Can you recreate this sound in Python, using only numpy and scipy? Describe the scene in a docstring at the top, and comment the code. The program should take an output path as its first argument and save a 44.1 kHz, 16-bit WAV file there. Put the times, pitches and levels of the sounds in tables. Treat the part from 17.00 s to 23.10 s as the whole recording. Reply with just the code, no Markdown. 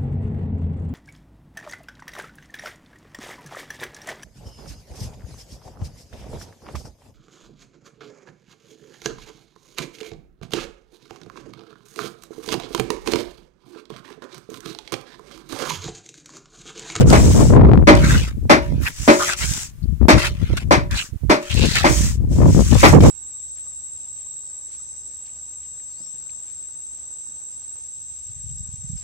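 """A steel trowel smooths a strip of wet mortar on a concrete slab: sand hisses under the blade and grinds at
its edge. The hiss and grinding are showers of random grain ticks; the edge also catches and rasps, bright hiss
flares in short bursts, and coarse grains crack. Heavy knocks, like a hammer on boards somewhere else in the
building, add ringing tones and dense echoes from hard walls. Wind, as low noise and single slaps, buffets the
microphone's two ports, often one more than the other. A faint wash of air lies underneath, and the loudest
peaks are flattened by the overloaded microphone."""
import sys
import numpy as np
from scipy import signal
from scipy.fft import rfft, irfft, next_fast_len
from scipy.io import wavfile
from scipy.ndimage import uniform_filter1d

SR = 44100
rng = np.random.default_rng(int(sys.argv[2]) if len(sys.argv) > 2 else 0)


def inscribe(sig):
    """Save sig as 16-bit PCM at rate SR to the path in sys.argv[1].

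    A 1-D sig is mono; a 2-D sig holds one channel per row.
    Samples are clipped to [-1, 1] before scaling.
    """
    pcm = np.round(np.clip(np.atleast_2d(sig).T, -1, 1) * 32767)
    wavfile.write(sys.argv[1], SR, pcm.astype(np.int16))


N = 269010
TIME = np.arange(N) / SR


def amp(db):
    """Turns decibels into a plain multiplier."""
    return 10 ** (np.asarray(db) / 20)


def evened(x):
    """Scales a sound to an rms of 1."""
    return x / np.sqrt(np.mean(x ** 2) + 1e-20)


def read(points, hz):
    """Reads a curve joined by straight lines over log frequency."""
    f, value = np.transpose(points)
    return np.interp(np.log(hz + 1), np.log(f + 1), value)


def curves(rows):
    """Reads each column of a timed table, sample by sample."""
    s, *columns = np.transpose(rows)
    return [np.interp(TIME, s, c) for c in columns]


def add(mix, start_s, sound):
    """Adds a short sound to the mix, cut off at the end of the scene."""
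    part = mix[:, max(round(start_s * SR), 0):][:, :sound.shape[-1]]
    part += sound[..., :part.shape[1]]


def shaped(x, gain):
    """Filters a sound by a gain that is a function of Hz; rms 1."""
    size = next_fast_len(x.shape[-1] + 512)
    spectrum = rfft(x, size) * gain(np.fft.rfftfreq(size, 1 / SR))
    return evened(irfft(spectrum, size)[..., :x.shape[-1]])


def coloured(x, points):
    """Filters a sound by a table of frequency and level; rms 1."""
    return shaped(x, lambda f: amp(read(points, f)))


def wander(hz, shape=N):
    """Makes smooth random movement up to about the given rate; rms 1."""
    return shaped(rng.standard_normal(shape), lambda f: 1 / (1 + (f / hz) ** 4))


def ports(three, likeness, lag):
    """Mixes one shared sound, late at the left port by lag samples, with a separate part for each port."""
    shared = np.array([np.roll(three[0], lag), three[0]])
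    return np.sqrt(likeness) * shared + np.sqrt(1 - likeness) * three[1:]


# still outdoor air, as a relative spectrum: pitch_hz, level_db (per Hz)
AIR_SPECTRUM = [(40, 9.5), (200, -14), (600, -18.5), (2000, -21), (5000, -26.5), (9000, -23),
                (13500, -25.5), (15000, -20), (16000, -38.5)]


def air():
    """A faint even wash of noise from the open yard."""
    return amp(-49.5) * coloured(rng.standard_normal((2, N)), AIR_SPECTRUM)


LEFTWARD_DB = 1.5  # the left port faces the wind and gets this much more
LUMPS_DB, LUMPS_HZ = 1.5, 8  # each port's share swells and sags by chance
PUFF_TAPER = 0.77  # share of a puff spent swelling and fading
# short puffs, most of them on one port: middle_s, length_s, strength_db (relative), left_minus_right_db
WIND_PUFFS = [(1.459, 0.055, -26, 1.5), (1.763, 0.31, -24, -23), (2.015, 0.09, -28, -23),
              (2.484, 0.24, -25.5, -26), (2.88, 0.23, -20.5, 27.5), (3.038, 0.11, -14.5, 43),
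              (3.159, 0.1, -14.5, 5.5), (3.428, 0.072, -21, 28.5), (3.525, 0.087, -19.5, -12.5),
              (3.685, 0.17, -24, 6.5), (3.783, 0.054, -21, 3.5), (3.937, 0.092, -24.5, 5.5),
              (4.145, 0.091, -26, -34), (4.266, 0.15, -22, -15), (4.604, 0.31, -19.5, 34),
              (4.912, 0.051, -19.5, -17.5), (5.024, 0.21, -23.5, -29.5), (5.45, 0.11, -20.5, 4.5),
              (5.594, 0.12, -14, 27.5), (5.741, 0.13, -13.5, 16), (5.957, 0.1, -9, -8.5)]


def airflow(strength_db):
    """Strength of the wind at each port (relative dB): the power of a lumpy breeze plus that of the puffs."""
    facing_db = LEFTWARD_DB * np.array([[.5], [-.5]])
    power = amp(strength_db + facing_db + LUMPS_DB * wander(LUMPS_HZ, (2, N))) ** 2
    for middle_s, length_s, db, side_db in WIND_PUFFS:
        left = 1 / (1 + amp(-2 * side_db))  # share of the power
        puff = amp(db) * signal.windows.tukey(int(length_s * SR), PUFF_TAPER)
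        add(power, middle_s - length_s / 2, 2 * np.array([[left], [1 - left]]) * puff ** 2)
    return 10 * np.log10(power)


# the wind blows, drops to a lull and returns: time_s, strength_db (relative),
# churn_octaves (how far the rumble's upper edge shifts)
WIND_STRENGTH = [(0, -12, -0.51), (.42, -14.5, 0.51), (.58, -12, 0.017), (.76, -13.5, .1),
                 (.85, -17, -0.33), (1.15, -15.5, -0.32), (1.35, -26, -0.042), (1.75, -28.5, 0.7),
                 (1.95, -35, 0.98), (2.28, -35.5, 1), (2.58, -31, 0.14), (2.78, -27.5, -2.1),
                 (3.25, -26, -0.21), (3.95, -28, 0.61), (4.08, -36.5, -0.15), (4.46, -47, -1.6),
                 (4.6, -25.5, 0.49), (5.27, -21, -0.088), (5.38, -16.5, 0.73), (5.5, -14, -0.18),
                 (5.66, -21.5, -1.2), (6.05, -12, -0.5)]
# what the ports pass of the turbulence: pitch_hz, level_db (per Hz, relative)
PORT_RESPONSE = [(50, 5.5), (100, 1), (200, -3.5), (400, -6.5), (1600, -6.5)]


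def wind(edge_hz=180, octaves_per_db=0.2976, eddy_octaves=0.93, steep=2.7, steadying=0.68,
         low_cut_hz=47, pickup_db=2.5, highest_hz=800):
    """Each port has its own turbulence; stronger air and passing eddies push the rumble higher."""
    strength_db, churn = curves(WIND_STRENGTH)
    port_db = airflow(strength_db)
    eddies = np.tanh(wander(91, (2, N)))
    shift = octaves_per_db * (port_db + 16) + churn + eddy_octaves * eddies
    edge = edge_hz * 2 ** shift
    edge = edge / np.hypot(1, edge / highest_hz)  # the rising edge levels off at highest_hz
    noise = rng.standard_normal((2, N))
    rumble = np.zeros((2, N))
    # octave bands, each turned down when the moving edge falls below it
    for k in range(8):
        hz = 50 * 2 ** k
        octave = shaped(noise, lambda f: np.cos(np.pi / 2 * np.clip(np.log2((f + 1) / hz), -1, 1)) ** 2)
        level = np.sqrt(hz) * amp(read(PORT_RESPONSE, hz))
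        rumble += octave * level / np.sqrt(1 + (hz / edge) ** (2 * steep))
    rumble = shaped(rumble, lambda f: 1 / (1 + (low_cut_hz / (f + 1)) ** 6))
    # within one gust the pressure swings keep a fairly even size
    power = uniform_filter1d(uniform_filter1d(rumble ** 2, size=1300), size=900)
    swing = np.sqrt(abs(power) + 1e-12)
    return evened(rumble / swing ** steadying) * amp(port_db + pickup_db)


CRACKLE_PER_S = 35  # lesser eddies slap by chance
CRACKLE_SPREAD_DB = 3  # their level follows the wind, give or take this much
CHURN_DB = 12.5  # and rises by this much for each octave of churn, which counts only up to 0.3
# single eddies slap a port: time_s, level_db (of the push's peak), left_minus_right_db
EDDY_SLAPS = [(0.536, 3, 2), (0.567, 14, 25), (0.597, -0.5, -5), (0.649, 7, -6), (0.669, -12, 15),
              (0.69, -5, 8), (0.716, 6.5, 9), (0.735, 12, 18), (0.776, 7, 31), (0.826, 0, 20.5),
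              (0.837, -7, 22), (1.454, -14, -20), (1.723, -11.5, -10), (3.014, -7.5, 43.5), (3.045, -9, 32),
              (3.503, -12, -28), (4.235, -16.5, -29), (4.638, 0, 39), (5.548, 1, 37), (6.006, 3.5, -5)]


def slaps(crack_hz=2300):
    """An eddy bursts on a port: a sharp push and a slower pull; the harder it hits, the more it cracks."""
    out, t = np.zeros((2, N)), np.arange(SR // 30) / SR
    lead_s, width_s = .003, .0009
    u = np.maximum(t - lead_s, 0) / width_s
    push_pull = u * (2 - u) * np.exp(-u)
    strength_db, churn = curves(WIND_STRENGTH)
    chance = rng.random(N)
    spread, side = rng.uniform(-1, 1, (2, N))
    crackle_db = strength_db + CHURN_DB * np.minimum(churn, .3) + CRACKLE_SPREAD_DB * spread
    struck = np.flatnonzero(chance < CRACKLE_PER_S / SR)
    lesser = [(i / SR, crackle_db[i], 20 * side[i]) for i in struck]
    for time_s, db, side_db in list(EDDY_SLAPS) + lesser:
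        size = amp(db)
        top_hz = 300 + crack_hz * np.tanh(2 * size)
        push = shaped(push_pull, lambda f: 1 / (1 + (f / top_hz) ** 2) ** 2)
        facing = amp(np.minimum(side_db * np.array([[1], [-1]]), 0))  # only the far port is turned down
        add(out, time_s - lead_s, rng.choice([-1, 1]) * size * facing * push / push.max())
    return out


# hammer blows: time_s, force_db, boom_db (of the boards), crack_db (treble tilt of the clatter),
# thud_db (first thud); all levels relative
HAMMER_BLOWS = [(0.127, -5.5, -6.5, -13, 7), (.872, 3.5, -4.5, -8.5, -17), (1.496, 1, -4, -0.5, -12),
                (2.078, -2.5, 0, 1.5, -1.5), (3.084, -1, -5.5, 8, 0), (3.709, -3, -6.5, 0, 3),
                (4.297, -5, -4.5, 3, 2), (4.843, -6.5, -5, 7.5, 5), (5.831, 2, -15, -3, 2)]
# what the boards ring with: pitch_hz, level_db (relative), t60_s (time to fall by 60 dB)
BOARD_MODES = [(229.2, -0.5, 0.082), (253, -3, 0.084), (290.3, -2, 0.18), (312.8, 6, 0.23),
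               (359.6, -3.5, 0.43), (429.5, -5.5, 0.2), (581, 4, 0.1), (572, 0, 0.43), (621, 0, 0.35),
               (693, -17.5, 0.067), (960, -10.5, 0.48), (1065, -18.5, 0.15), (1220, -18.5, 0.28),
               (1320, -14, .2), (1233, -3.5, .2), (1510, -6, .24), (1710, -14.5, .22), (1876, -13, 0.16),
               (2065, -2.5, 0.19), (2500, -16, 0.21)]
# the dense clatter between the walls, before the treble tilt: pitch_hz, level_db (per Hz, relative)
CLATTER_SPECTRUM = [(60, -19.5), (190, -0.5), (300, 2.5), (480, -3.5), (590, -4.5), (750, -1.5),
                    (950, -1.5), (1500, -7), (2350, -6), (2900, -18), (4500, -15.5), (6500, -22),
                    (9000, -30.5), (15500, -46.5)]
# how slowly that clatter dies away: pitch_hz, t60_s
WALL_DECAY = [(200, 0.24), (600, 0.2), (1500, 0.21), (4000, 0.2), (10000, 0.18)]


def knocks(ring_db=-10.0, clatter_db=-5, thud_db=-5, gather_s=0.0047, hold_s=0.024, first=0.13, thud_s=0.014):
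    """Each blow thuds and cracks, then the boards' modes and the walls' reflections swell and die away."""
    out, t = np.zeros((2, N)), np.arange(SR // 2) / SR
    lag = 15  # samples
    hz, mode_db, t60 = np.transpose(BOARD_MODES)[:, :, None]
    dying = np.maximum(t - hold_s, 0)
    swell = 1 - 0.85 * np.exp(-t / gather_s)
    for time_s, force_db, boom_db, crack_db, first_db in HAMMER_BLOWS:
        # the hammer lands on another spot each time, which weighs the modes anew
        weight = amp(mode_db + 1.8 * rng.standard_normal(hz.shape) - 60 * dying / t60)
        detuned = hz * (1 + 0.0055 * rng.standard_normal(hz.shape))
        turns = detuned * t + rng.random(hz.shape)
        ring = np.array([(weight * np.sin(2 * np.pi * (turns - hz * late / SR))).sum(0) for late in (lag, 0)])
        # random clicks stand for the reflections, and each pitch dies at its own rate
        taps = rng.choice([-1., 1.], (3, len(t))) * (rng.random((3, len(t))) < 4000 / SR)
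        echoes = shaped(ports(taps, 0.42, lag),
                        lambda f: amp(read(CLATTER_SPECTRUM, f) + crack_db * f / (f + 2500)))
        f, age, z = signal.stft(echoes, SR, nperseg=256)
        fade_db = -60 * np.maximum(age - hold_s, 0) / read(WALL_DECAY, f)[:, None]
        tail = signal.istft(z * amp(fade_db))[1][:, :len(t)]
        # the direct sound: a dull, heavily damped flex of the struck board
        flex = shaped(ports(rng.standard_normal((3, len(t))), 0.97, lag),
                      lambda f: 1 / (1 + (f / 1100) ** 7.5) / (1 + (220 / (f + 1)) ** 3))
        boom = amp(ring_db + boom_db) * ring * swell
        clatter = amp(clatter_db) * tail * (swell + first * np.exp(-t / 0.00051))
        thud = amp(thud_db + first_db) * flex * np.exp(-t / thud_s)
        add(out, time_s, amp(force_db) * (boom + clatter + thud))
    return out * amp([[.9], [-.9]])


# a breaking grain, as a relative spectrum: pitch_hz, level_db (per Hz)
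GRAIN_SPECTRUM = [(400, -24.5), (1500, -10.5), (3000, 5), (8000, 5), (16000, -22)]
# coarse grains crack under the steel: time_s, level_db (before the fade)
GRAIN_CRACKS = [(0.102, -13.5), (0.1307, -14), (0.952, -21), (1.869, -37), (2.3337, -21), (2.5362, -17.5),
                (3.5703, -25), (3.911, -24.5), (4.515, -25), (4.5423, -22), (4.594, -26), (4.6562, -19),
                (4.755, -12), (5.7139, -22), (5.746, -18), (5.7964, -20)]


def cracks(decay_s=0.0026):
    """A coarse grain crumbles in a few milliseconds: a quickly fading burst of noise."""
    out, t = np.zeros((2, N)), np.arange(SR // 20) / SR
    for time_s, db in GRAIN_CRACKS:
        crumble = coloured(rng.standard_normal((2, len(t))), GRAIN_SPECTRUM)
        add(out, time_s, amp(db) * crumble * np.exp(-t / decay_s))
    return out


def sand(per_s, spread_db, smooth):
    """Countless grain ticks of uneven size over a smooth rush, at both ports."""
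    grains = rng.standard_normal((3, N))
    size = amp(spread_db * np.minimum(rng.exponential(1, (3, N)), 4))
    ticks = grains * size * (rng.random((3, N)) < per_s / SR)
    return ports(evened(ticks) + smooth * rng.standard_normal((3, N)), 0.28, lag=5)


# the blade catches hard and rasps; the two broad rows near 12 kHz are short bursts of bright hiss: # middle_s,
# level_db (before the fades), pitch_hz, width_hz (to either side of the pitch), length_s
CATCHES_AND_BURSTS = [(1.046, -27, 1460, 200, 0.07), (1.112, -22, 1570, 220, 0.045),
                      (1.152, -23.5, 1480, 121, 0.034), (1.869, -26, 1760, 200, 0.055),
                      (1.87, -22.5, 2480, 200, 0.026), (1.863, -39.5, 12000, 3500, 0.13),
                      (2.223, -20, 1300, 200, 0.072), (2.297, -21, 1580, 450, 0.036),
                      (2.838, -51.5, 4420, 400, 0.029), (3.25, -24.5, 1590, 354, 0.06),
                      (3.27, -26.5, 2550, 121, .05), (3.936, -34, 1710, 245, 0.089),
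                      (3.977, -28.5, 4040, 400, 0.072), (4.001, -26.5, 2760, 356, 0.073),
                      (4.517, -27, 3000, 600, 0.054), (4.619, -29, 2680, 220, 0.16), (4.68, -28, 4060, 900, 0.4),
                      (4.769, -20, 2260, 590, 0.049), (4.805, -29, 1710, 300, 0.024),
                      (4.793, -35, 3740, 900, 0.073), (5.863, -32.5, 11600, 3520, 0.13)]


def catches_and_bursts():
    """Slips of the edge excite one resonance of the blade: grain ticks filtered around a single pitch; the
    broad rows near 12 kHz give short bursts of bright hiss instead."""
    out, slips = np.zeros((2, N)), sand(900, 2.2, 0.2)
    for middle_s, db, hz, width_hz, length_s in CATCHES_AND_BURSTS:
        start_s, size = max(middle_s - length_s / 2, 0), int(length_s * SR)
        piece = slips[:, int(start_s * SR):][:, :size]
        rasp = shaped(piece, lambda f: 1 / (1 + ((f - hz) / width_hz) ** 2))
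        add(out, start_s, amp(db) * rasp * signal.windows.tukey(rasp.shape[1], .7))
    return out


REST_DB = -67.5  # the blade stirs on the mortar between strokes
# the flat of the blade sweeps the mortar: start_s, end_s, hiss_db, speeding_up_s, slowing_down_s
BLADE_SWEEPS = [(.003, 0.023, -28.5, 0.0043, 0.012), (0.049, 0.607, -28, 0.059, 0.23),
                (0.938, 1.32, -29, 0.21, 0.25), (1.781, 1.915, -32.5, 0.15, 0.11),
                (1.818, 2.357, -26.5, 0.45, 0.053), (2.353, 2.735, -27.5, 0.036, 0.2),
                (3.138, 3.306, -38, 0.034, .04), (3.907, 4.13, -32.5, 0.084, 0.16),
                (4.323, 4.834, -29, 0.53, 0.064), (4.842, 5.2, -25, 0.078, 0.22),
                (5.275, 5.454, -40, 0.077, 0.039), (5.379, 5.828, -31, 0.2, 0.018),
                (5.784, 6.01, -26.5, .02, 0.13), (5.969, 6.15, -27.5, 0.11, 0.044)]


def sweeping():
    """Level of the hiss (dB): it follows the speed of the blade, which eases in and out of each sweep."""
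    power = amp(REST_DB) ** 2
    for start_s, end_s, db, rise_s, fall_s in BLADE_SWEEPS:
        speed = np.clip(np.minimum((TIME - start_s) / rise_s, (end_s - TIME) / fall_s), 0, 1)
        power = power + (amp(db) * np.sin(np.pi / 2 * speed) ** 1.87) ** 2
    return 10 * np.log10(power)


DRAG_DB = -12  # the edge trails along in every sweep, at this level against the hiss
BITE_S, LIFT_S = 0.0017, 0.018  # the edge takes hold, and dies away once lifted
# the edge digs in, bears down or eases off, and lifts: start_s, end_s, first_db, last_db (grinding)
EDGE_SCRAPES = [(.007, .014, -22, -28), (0.1, .16, -32, -21.5), (0.955, 1.157, -31, -25),
                (1.167, 1.288, -29.5, -36.5), (1.62, 1.83, -40.5, -57), (1.812, 1.873, -45, -26),
                (2.202, 2.334, -33, -26), (2.383, 2.44, -43, -21.5), (3.178, 3.275, -23.5, -24),
                (3.3, 3.616, -52, -38), (3.568, 3.569, -11, -24.5), (3.91, 4.002, -35, -30),
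                (4.41, 4.746, -43, -31), (4.752, 4.837, -18, -27), (5.712, 5.832, -33, -27.5),
                (6.004, 6.07, -31, -31)]


def scraping():
    """Level of the grinding (dB): a quick bite, a steady change of pressure, a quick release."""
    power = amp(sweeping() + DRAG_DB) ** 2
    for start_s, end_s, first_db, last_db in EDGE_SCRAPES:
        bite = np.clip((TIME - start_s) / BITE_S, 0, 1)
        release = np.exp(-np.clip((TIME - end_s) / LIFT_S, 0, 20))
        pressure = amp(np.interp(TIME, [start_s, end_s], [first_db, last_db]))
        power = power + (bite * release * pressure) ** 2
    return 10 * np.log10(power)


def shifting(x, patchy_db, frames_size, bins_size):
    """The contact point moves along the blade, so its resonances come and go: random patches of level."""
    z = signal.stft(x, nperseg=512)[2]
    over_pitch = uniform_filter1d(rng.standard_normal(z.shape[1:]), bins_size, 0)
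    patches = evened(uniform_filter1d(over_pitch, frames_size, 1))
    return evened(signal.istft(z * amp(patchy_db * patches))[1][:, :N])


# sand under the flat blade, as a relative spectrum: pitch_hz, level_db (per Hz)
HISS_SPECTRUM = [(400, -25), (1500, -7.5), (4300, -6), (5800, 3), (7700, 3), (9500, -8.5), (12000, -13),
                 (15500, -15)]
# sand under the blade's edge, as a relative spectrum: pitch_hz, level_db (per Hz)
GRIND_SPECTRUM = [(300, -6.5), (700, -6), (1400, 2.5), (2500, 3), (4200, -3), (6000, -7), (10000, -15),
                  (16000, -24)]


def trowel(hiss_db, grind_db, grit_db=-6):
    """Fine sand hisses evenly under the flat of the blade; the edge grinds with a judder and snaps coarser grit."""
    judder = wander(90)
    hiss = coloured(sand(6000, 3.3, 1.0), HISS_SPECTRUM)
    hiss = shifting(hiss, 1.5, frames_size=6, bins_size=3)
    grind = coloured(sand(1500, 2.0, 0.83), GRIND_SPECTRUM)
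    grind = shifting(grind, 4.2, frames_size=7, bins_size=3)
    # about 160 snaps a second, each a short crumble
    snaps = rng.standard_normal(N) * (rng.random(N) < 160 / SR)
    t = np.arange(SR // 100) / SR
    crumble = coloured(rng.standard_normal((2, len(t))), GRAIN_SPECTRUM) * np.exp(-t / 0.0013)
    grit = evened(signal.oaconvolve(snaps[None], crumble, axes=1)[:, :N])
    balance = amp([[1.2], [-1.2]])  # a little louder on the left
    flat = hiss * amp(hiss_db + 1.1 * judder) * balance
    edge = grind * amp(grind_db + 2.1 * judder) * balance
    # the grit follows the midpoint between hiss and grinding
    return flat + edge + grit * amp(grit_db + (hiss_db + grind_db) / 2)


def scene():
    """Adds up the trowel work, the knocks and the background."""
    work = trowel(sweeping(), scraping()) + catches_and_bursts() + cracks()
    return work + knocks() + wind() + slaps() + air()


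def record(dry):
    """The loudest peaks flatten at full scale; then a filter takes away the highest treble."""
    clipped = dry / (1 + abs(dry) ** 8) ** (1 / 8)
    top_hz = 15850
    low_pass = signal.firwin(511, top_hz, window=("kaiser", 8), fs=SR)
    return signal.oaconvolve(clipped, low_pass[None], "same")


dry = scene()
out = record(dry)
inscribe(out)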